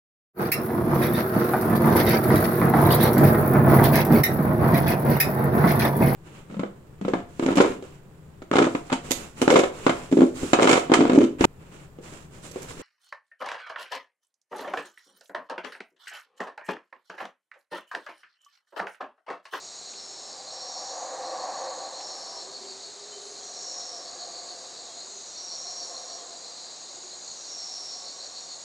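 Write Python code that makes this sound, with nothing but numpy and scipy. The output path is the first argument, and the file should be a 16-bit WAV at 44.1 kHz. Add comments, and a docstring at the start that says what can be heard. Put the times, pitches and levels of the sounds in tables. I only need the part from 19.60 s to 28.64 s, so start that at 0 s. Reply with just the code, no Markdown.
"""A dense chorus of insects outdoors at night: buzzing trills overlap in bouts, and a rasp throbs about
seven times a second. Wing strokes ring one pitch for the trills, tooth strikes shake a broadly tuned
wing for the rasp, and far crowds merge into buzzing bands. Traffic murmurs and whines far away, and one
vehicle swells past on its tyre roar. Thin peeps and a few faint ticks come from nearer by."""
import sys
import numpy as np
from scipy import signal
from scipy.fft import rfft, irfft, next_fast_len
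from scipy.io import wavfile
from scipy.ndimage import uniform_filter1d, map_coordinates

SR = 44100
rng = np.random.default_rng(int(sys.argv[2]) if len(sys.argv) > 2 else 0)


def transcribe(u):
    """Save the signal u as a 16-bit wav file named by the first command-line argument.

    u: samples, shape (n,) or (channels, n), limited to [-1, 1]; the rate is SR.
    q: integer samples, one column per channel.
    """
    v = np.clip(np.atleast_2d(u).T, -1, 1)
    q = np.round(v * 32767).astype(np.int16)
    wavfile.write(sys.argv[1], SR, q)


N = 398663
T = np.arange(N) / SR

# vehicles on the far road: middle t/s, length/s, tyre whine f/Hz, its sinking/(share per s),
# whine level/dB, overtone level/dB, murmur level/dB
FAR_VEHICLES = [(2.651, 1.2, 655, 0.039, -64, -56.5, -50), (4.55, 2.84, 710.7, .045, -52, -70, -50),
                (6.4, 1.6, 702.6, .07, -51, -58, -52), (8.5, 1.65, 738, 0, -57, -60.5, -74)]


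def amp(db):
    """Decibels to gain."""
    return 10 ** (np.asarray(db) / 20)


def unit(x):
    """Scales to rms 1."""
    return x / np.sqrt(np.mean(x ** 2) + 1e-20)


def add(mix, start, sound):
    """Lays a sound into the mix, start seconds in."""
    part = mix[max(round(start * SR), 0):][:len(sound)]
    part += sound[:len(part)]


def drift(n, rate):
    """Smooth random wander, rms about 1, that changes rate times a second."""
    at = np.arange(n) * rate / SR
    return map_coordinates(rng.standard_normal(4096), [at], order=2, mode="wrap")


def noise(spectrum):
    """Noise of rms 1, coloured by rows of f/Hz, level/dB."""
    hz, db = np.transpose(spectrum)
    size = next_fast_len(N)
    log_hz = np.log(np.fft.rfftfreq(size, 1 / SR) + 1)
    shape = amp(np.interp(log_hz, np.log(hz), db))
    return unit(irfft(rfft(rng.standard_normal(size)) * shape, size)[:N])


def ring(x, hz, width):
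    """A resonance applied twice, for steep skirts."""
    b, a = signal.iirpeak(hz, hz / width, SR)
    return signal.lfilter(b, a, signal.lfilter(b, a, x + 1e-15))


def noise_band(n, hz, width):
    """Noise of rms 1 around one pitch."""
    return unit(ring(rng.standard_normal(n), hz, width))


def outdoors(x, t60, wet_db):
    """Direct sound plus its scatter from ground, leaves and trunks."""
    t = T[:SR]
    tail = rng.standard_normal(SR) * amp(-60 * t / t60) * (t > .004)
    echo = signal.fftconvolve(x, tail / np.linalg.norm(tail))[:N]
    wet = amp(wet_db)
    return (x + wet * echo) / np.hypot(1, wet)


def night_air(level_db=-50.5):
    """A steady bed of still night air and the blur of the farthest sounds."""
    # colour of the air: f/Hz, relative level/dB
    spectrum = [(25, -16.5), (60, -15), (150, -6), (330, 0.5), (700, 4.5), (1400, -3), (2200, -6),
                (3300, -8), (4500, -3), (7000, -6.5), (8400, -8), (10000, -14.5)]
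    return amp(level_db) * noise(spectrum)


def passing_vehicle(closest_s=2.03, peak_db=-34.5, approach_db_per_s2=10.5, leave_db_per_s=22):
    """Tyre roar swells as the nearer vehicle approaches and fades as it leaves."""
    # colour of the roar: f/Hz, relative level/dB
    spectrum = [(100, -50), (250, -25), (335, -14.5), (410, -21.5), (520, -6), (665, -5.5), (770, -2.5),
                (870, -7.5), (1150, -10.5), (1370, -22), (1750, -19.5), (2100, -28), (4000, -49.5)]
    # bands where the roar sings: f/Hz, width/Hz, relative level/dB
    bands = [(522.2, 43, -5.5), (742, 74, -3.5), (788.3, 22, -9), (1142, 40, -12), (1733, 260, -22)]
    roar = noise(spectrum)
    for hz, width, db in bands:
        roar += amp(db) * noise_band(N, hz, width)
    since = T - closest_s
    distance_db = np.where(since < 0, approach_db_per_s2 * since ** 2, leave_db_per_s * since)
    return unit(roar) * amp(peak_db - distance_db)


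def far_road(steady_db=-58):
    """The far road's murmur swells with each vehicle on it."""
    # colour of the murmur: f/Hz, relative level/dB
    spectrum = [(100, -32.5), (280, -18), (350, -4.5), (450, -7), (515, -3.5), (620, -3.5), (715, 3),
                (830, -7.5), (960, -14), (1140, -3.5), (1350, -18.5), (1650, -13), (3000, -42)]
    power = np.full(N, amp(steady_db) ** 2)
    for middle, length, *_, db in FAR_VEHICLES:
        add(power, middle - length / 2, (amp(db) * np.hanning(round(length * SR))) ** 2)
    return noise(spectrum) * np.sqrt(power)


def traffic(flutter_db=.6):
    """One vehicle in front of the far road; their level flutters slightly."""
    return (passing_vehicle() + far_road()) * amp(flutter_db * drift(N, 18))


def far_tone(length, hz, db, blur_hz, sink=0, direct=0):
    """A swelling tone, blurred by many paths through the trees; sink lowers it as its source goes by."""
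    t = T[:round(length * SR)]
    pitch = hz * (1 - sink * (t - length / 2))
    phase = 2 * np.pi * np.cumsum(pitch) / SR
    tone = (direct + drift(len(t), blur_hz)) * np.cos(phase) + drift(len(t), blur_hz) * np.sin(phase)
    return amp(db) * unit(tone) * np.hanning(len(t))


def tyre_whines(undertone=.735, undertone_db=-5.5, overtone=1.51):
    """Far tyres sing in three narrow bands as they pass."""
    out = np.zeros(N)
    for middle, length, hz, sink, db, overtone_db, _ in FAR_VEHICLES:
        bands = (hz * undertone, db + undertone_db), (hz, db), (hz * overtone, overtone_db)
        for band_hz, band_db in bands:
            add(out, middle - length / 2, far_tone(length, band_hz, band_db, blur_hz=70, sink=sink))
    return out


def engine_drone():
    """A far engine's drone drifts in and out, steadier in tone than the tyres."""
    # swells of the drone: middle t/s, length/s, f/Hz, level/dB
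    swells = [(.45, 1.0, 400, -60), (3.029, .7, 386, -48.7), (3.0, .9, 240, -66), (3.6, 1.25, 406.7, -52),
              (5.501, .5, 391, -58.5), (7.418, 0.65, 365, -58.5)]
    out = np.zeros(N)
    for middle, length, hz, db in swells:
        add(out, middle - length / 2, far_tone(length, hz, db, blur_hz=56, direct=.8))
    return out


def crowd(bands, buzz, throb_db, swell_db):
    """Many far insects of one kind merge into bands that buzz and throb."""
    out = np.zeros(N)
    for hz, width, db, rate in bands:
        turns = np.cumsum(rate * (1 + .15 * drift(N, 25))) / SR
        strokes = (1 + buzz * np.cos(2 * np.pi * turns)) * rng.standard_normal(N)
        throb = amp(throb_db * drift(N, 22) + swell_db * drift(N, 2.76))
        out += amp(db) * unit(ring(strokes, hz, width) * throb)
    return out


def chorus(high_trim_db=-1):
    """Three far crowds of insects at different pitches; the high one waxes and wanes."""
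    # bands of each crowd: f/Hz, width/Hz, level/dB (high crowd: relative), wing pulse rate/Hz
    low_bands = [(3860, 470, -55.5, 120), (4218, 416, -50, 210), (4696, 460, -53.5, 250),
                 (5640, 1000, -54, 91)]
    high_bands = [(6563, 324, -1, 270), (6796, 280, -0.71, 300)]
    top_bands = [(7493, 410, -53.5, 420), (7990, 650, -64.5, 180)]
    # the high crowd's rise and fall: t/s, level before the trim/dB
    high_curve = [(0.0, -54), (0.02, -49), (1.03, -50), (1.38, -43.5), (1.69, -51.5), (1.91, -47),
                  (3.5, -50.5), (4.23, -45.5), (4.33, -51), (4.61, -47.5), (5.19, -50.5), (5.59, -45.5),
                  (5.89, -51.5), (6.07, -46.5), (7.07, -49.5), (7.73, -46), (8.23, -51), (9.04, -47)]
    high_gain = amp(high_trim_db + np.interp(T, *np.transpose(high_curve)))
    low = crowd(low_bands, buzz=.27, throb_db=.7, swell_db=.57)
    high = crowd(high_bands, buzz=.46, throb_db=1.05, swell_db=.3)
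    top = crowd(top_bands, buzz=.22, throb_db=1, swell_db=.5)
    return low + high_gain * high + top


def sizzles(centre_hz=9900, width_hz=800):
    """A small, very high insect buzzes now and then."""
    # its thin swells: middle t/s, length/s, level/dB
    swells = [(2.6, .5, -69), (3.693, 0.43, -65), (5.0, 0.54, -68), (6.3, .5, -67), (8.2, 0.45, -66.5)]
    out = np.zeros(N)
    for middle, length, db in swells:
        n = round(length * SR)
        add(out, middle - length / 2, amp(db) * noise_band(n, centre_hz, width_hz) * np.hanning(n))
    return out


def ticks(centre_hz=2800, width_hz=3000, decay_s=.0091):
    """Faint, dry ticks, each a burst of noise that dies at once."""
    # the ticks: t/s, peak level/dB
    hits = [(0.336, -41), (2.404, -41.5), (3.05, -46), (3.11, -49)]
    out = np.zeros(N)
    t = T[:SR // 50]
    for start, db in hits:
        burst = rng.standard_normal(len(t)) * np.exp(-t / decay_s)
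        tick = ring(burst, centre_hz, width_hz)
        add(out, start, amp(db) * tick / abs(tick).max())
    return out


def peeps(length_s=.056):
    """Thin peeps, each a short pure tone with its echo."""
    # the peeps: t/s, f/Hz, level/dB
    notes = [(3.52, 3070, -53.5), (3.80, 3280, -64), (5.28, 3290, -62.5), (6.58, 3270, -63)]
    out = np.zeros(N)
    t = T[:round(length_s * SR)]
    fade = signal.windows.tukey(len(t), .3)
    for start, hz, db in notes:
        add(out, start, amp(db) * unit(np.sin(2 * np.pi * hz * t)) * fade)
    return outdoors(out, t60=.61, wet_db=-3.5)


def rasp_beats(soft_ends_db=1.5):
    """Time, level, tuning and stretch of every rasp: a run keeps an even beat and eases at its ends."""
    # runs of rasps: first t/s, rasp rate/Hz, count, level/dB, growth/(dB per s),
    # tuning (times the wing's pitch), stretch (times a brisk rasp's length)
    runs = [(.28, 9, 2, -44.5, 0, 1, 1.2), (.89, 7.3, 4, -42, 5, .99, 1),
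            (1.68, 7.15, 8, -43, -1.5, 1, 1.6), (2.81, 6.8, 4, -41.5, -6, 1.015, 1),
            (3.85, 8, 4, -47, 2, .98, 1.4), (4.48, 7.1, 4, -40, 3, 1.025, .9),
            (5.19, 4.8, 2, -44, 0, .99, 1.2), (5.78, 6.76, 6, -40.5, 0, 1.01, 1),
            (6.86, 8.2, 3, -46, -8, .98, 1.1), (7.54, 6.5, 5, -47, -9, .99, 1.2),
            (8.34, 6.86, 5, -40.5, 3, 1.01, 1.05)]
    for first, rate, count, db, growth, tuning, stretch in runs:
        after = np.arange(round(count)) / rate
        arch_db = soft_ends_db * np.linspace(-1, 1, len(after)) ** 2
        levels = db + growth * (after - after.mean()) - arch_db
        for middle, level in zip(first + after, levels):
            yield middle, level, tuning, stretch


def rasps(rise_s=.027, fall_s=.022, strikes_per_s=165, sharpness=.26, pitch_spread=.013):
    """Bursts of uneven tooth strikes shake a broadly tuned wing; drawn-out rasps run into one another."""
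    # resonances of the wing: f/Hz, width/Hz, relative level/dB
    modes = [(4312, 340, 8.5), (4330, 520, 5.5)]
    out = np.zeros(N)
    t = T[:SR // 4] - .125  # zero at the rasp's peak
    for middle, db, tuning, stretch in rasp_beats():
        press = np.exp(-.5 * (t / stretch / np.where(t < 0, rise_s, fall_s)) ** 2)
        turns = np.cumsum(strikes_per_s * (1 + .15 * drift(len(t), 40))) / SR
        strikes = np.exp(sharpness * np.cos(2 * np.pi * turns)) * rng.standard_normal(len(t))
        shift = tuning + pitch_spread * rng.standard_normal()
        wing = sum(amp(mode_db) * unit(ring(strikes, hz * shift, width)) for hz, width, mode_db in modes)
        wing /= np.sqrt(uniform_filter1d(wing ** 2, size=900) + 1e-12)  # the wing presses evenly
        add(out, middle + t[0], amp(db) * press * wing)
    return outdoors(out, t60=.36, wet_db=-4)


def trill(length, hz, db, rough, strokes_per_s=168, sag=.0037, waver_hz=2, onset_s=.042, release_s=.078):
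    """Each wing stroke rings one pitch; even strokes make a comb of lines, uneven ones a fuzz around it."""
    t = T[:round(length * SR)]
    n = len(t)
    rate = strokes_per_s * (1 + .02 * rng.standard_normal() + .012 * drift(n, 15))
    cycle = np.cumsum(rate) / SR % 1
    stroke = (1 - np.exp(-cycle / .12)) * np.exp(-cycle / .8) * (1 - cycle) ** .35  # quick bite, slow fall
    settling = sag * (np.exp(-t / .1575) - .3)  # starts a touch sharp
    pitch = hz * (1 + settling) + waver_hz * drift(n, 18)
    tone = unit(np.sin(2 * np.pi * np.cumsum(pitch) / SR))
    scrape = noise_band(n, hz, width=720)
    fade = np.minimum(t / onset_s, 1) * np.minimum((t[-1] - t) / release_s, 1)
    effort = amp(db - 2.5 - t / t[-1] + 1.1 * drift(n, 14))  # strongest early on, never quite even
    return fade * effort * unit(stroke * (tone + rough * scrape))


def trills(neighbour_s=.49, scatter_db=-10):
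    """Insects answer one another in bouts, mostly high to low; stirring foliage smears their echo."""
    # each bout's main singer: start t/s, length/s, f/Hz, relative level/dB, roughness (0-1),
    # neighbours that join, their order (1 usual, -1 reversed)
    bouts = [(0.00, 0.51, 5620, -50.5, .9, 0, 1), (0.35, .46, 5420, -45.5, 0.47, 0, 1),
             (0.88, .51, 5544, -40.5, .3, 2.5, -1), (1.59, 0.52, 5615, -47, 0.5, 0, 1),
             (2.33, .50, 5580, -44.5, 0.83, 0, 1), (2.39, .50, 5453, -43, 0.5, 0, 1),
             (3.92, 0.55, 5570, -39.5, 0.82, 3, 1), (5.75, 0.56, 5600, -40, .45, 5, 1),
             (7.86, .54, 5536, -38.5, 0.39, 4, 1), (7.98, .55, 5309, -46, .25, 0, 1),
             (8.12, .39, 5640, -45, .6, 0, 1), (8.42, .52, 5640, -48.5, 0.54, 0, 1)]
    # neighbours, readiest first: t/s after the main singer, f/Hz, relative level/dB, roughness (0-1)
    neighbours = [(-.11, 5747, -46.5, 0.7), (-0.29, 6075, -51, 0.97), (.13, 5456, -46, 0.7),
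                  (-0.45, 6900, -55, 1.), (.38, 5634, -43, 0.65)]
    # a lone insect that sings lower and softer: start t/s
    lone_starts = [.65, 4.45, 6.7]
    out = np.zeros(N)
    for start, length, hz, db, rough, joining, order in bouts:
        add(out, start, trill(length, hz, db, rough))
        for delay, *voice in neighbours[:round(joining)]:
            add(out, start + np.sign(order) * delay, trill(neighbour_s, *voice))
    for start in lone_starts:
        add(out, start, trill(length=.82, hz=4691, db=-51, rough=.3))
    scatter = outdoors(out * drift(N, 140), t60=.4, wet_db=13.5)
    return out + amp(scatter_db) * scatter


def scene():
    """Insects, road and air reach one microphone, the same in both channels."""
    insects = trills() + rasps() + chorus() + sizzles()
    road = traffic() + tyre_whines() + engine_drone()
    night = insects + road + ticks() + peeps() + night_air()
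    return np.array([night, night])


def record(dry):
    """The recorder cuts the top treble steeply."""
    lowpass = signal.firwin(701, cutoff=10120, window=("kaiser", 8), fs=SR)
    return signal.oaconvolve(dry, lowpass[None], "same", axes=1)


dry = scene()
out = record(dry)
transcribe(out)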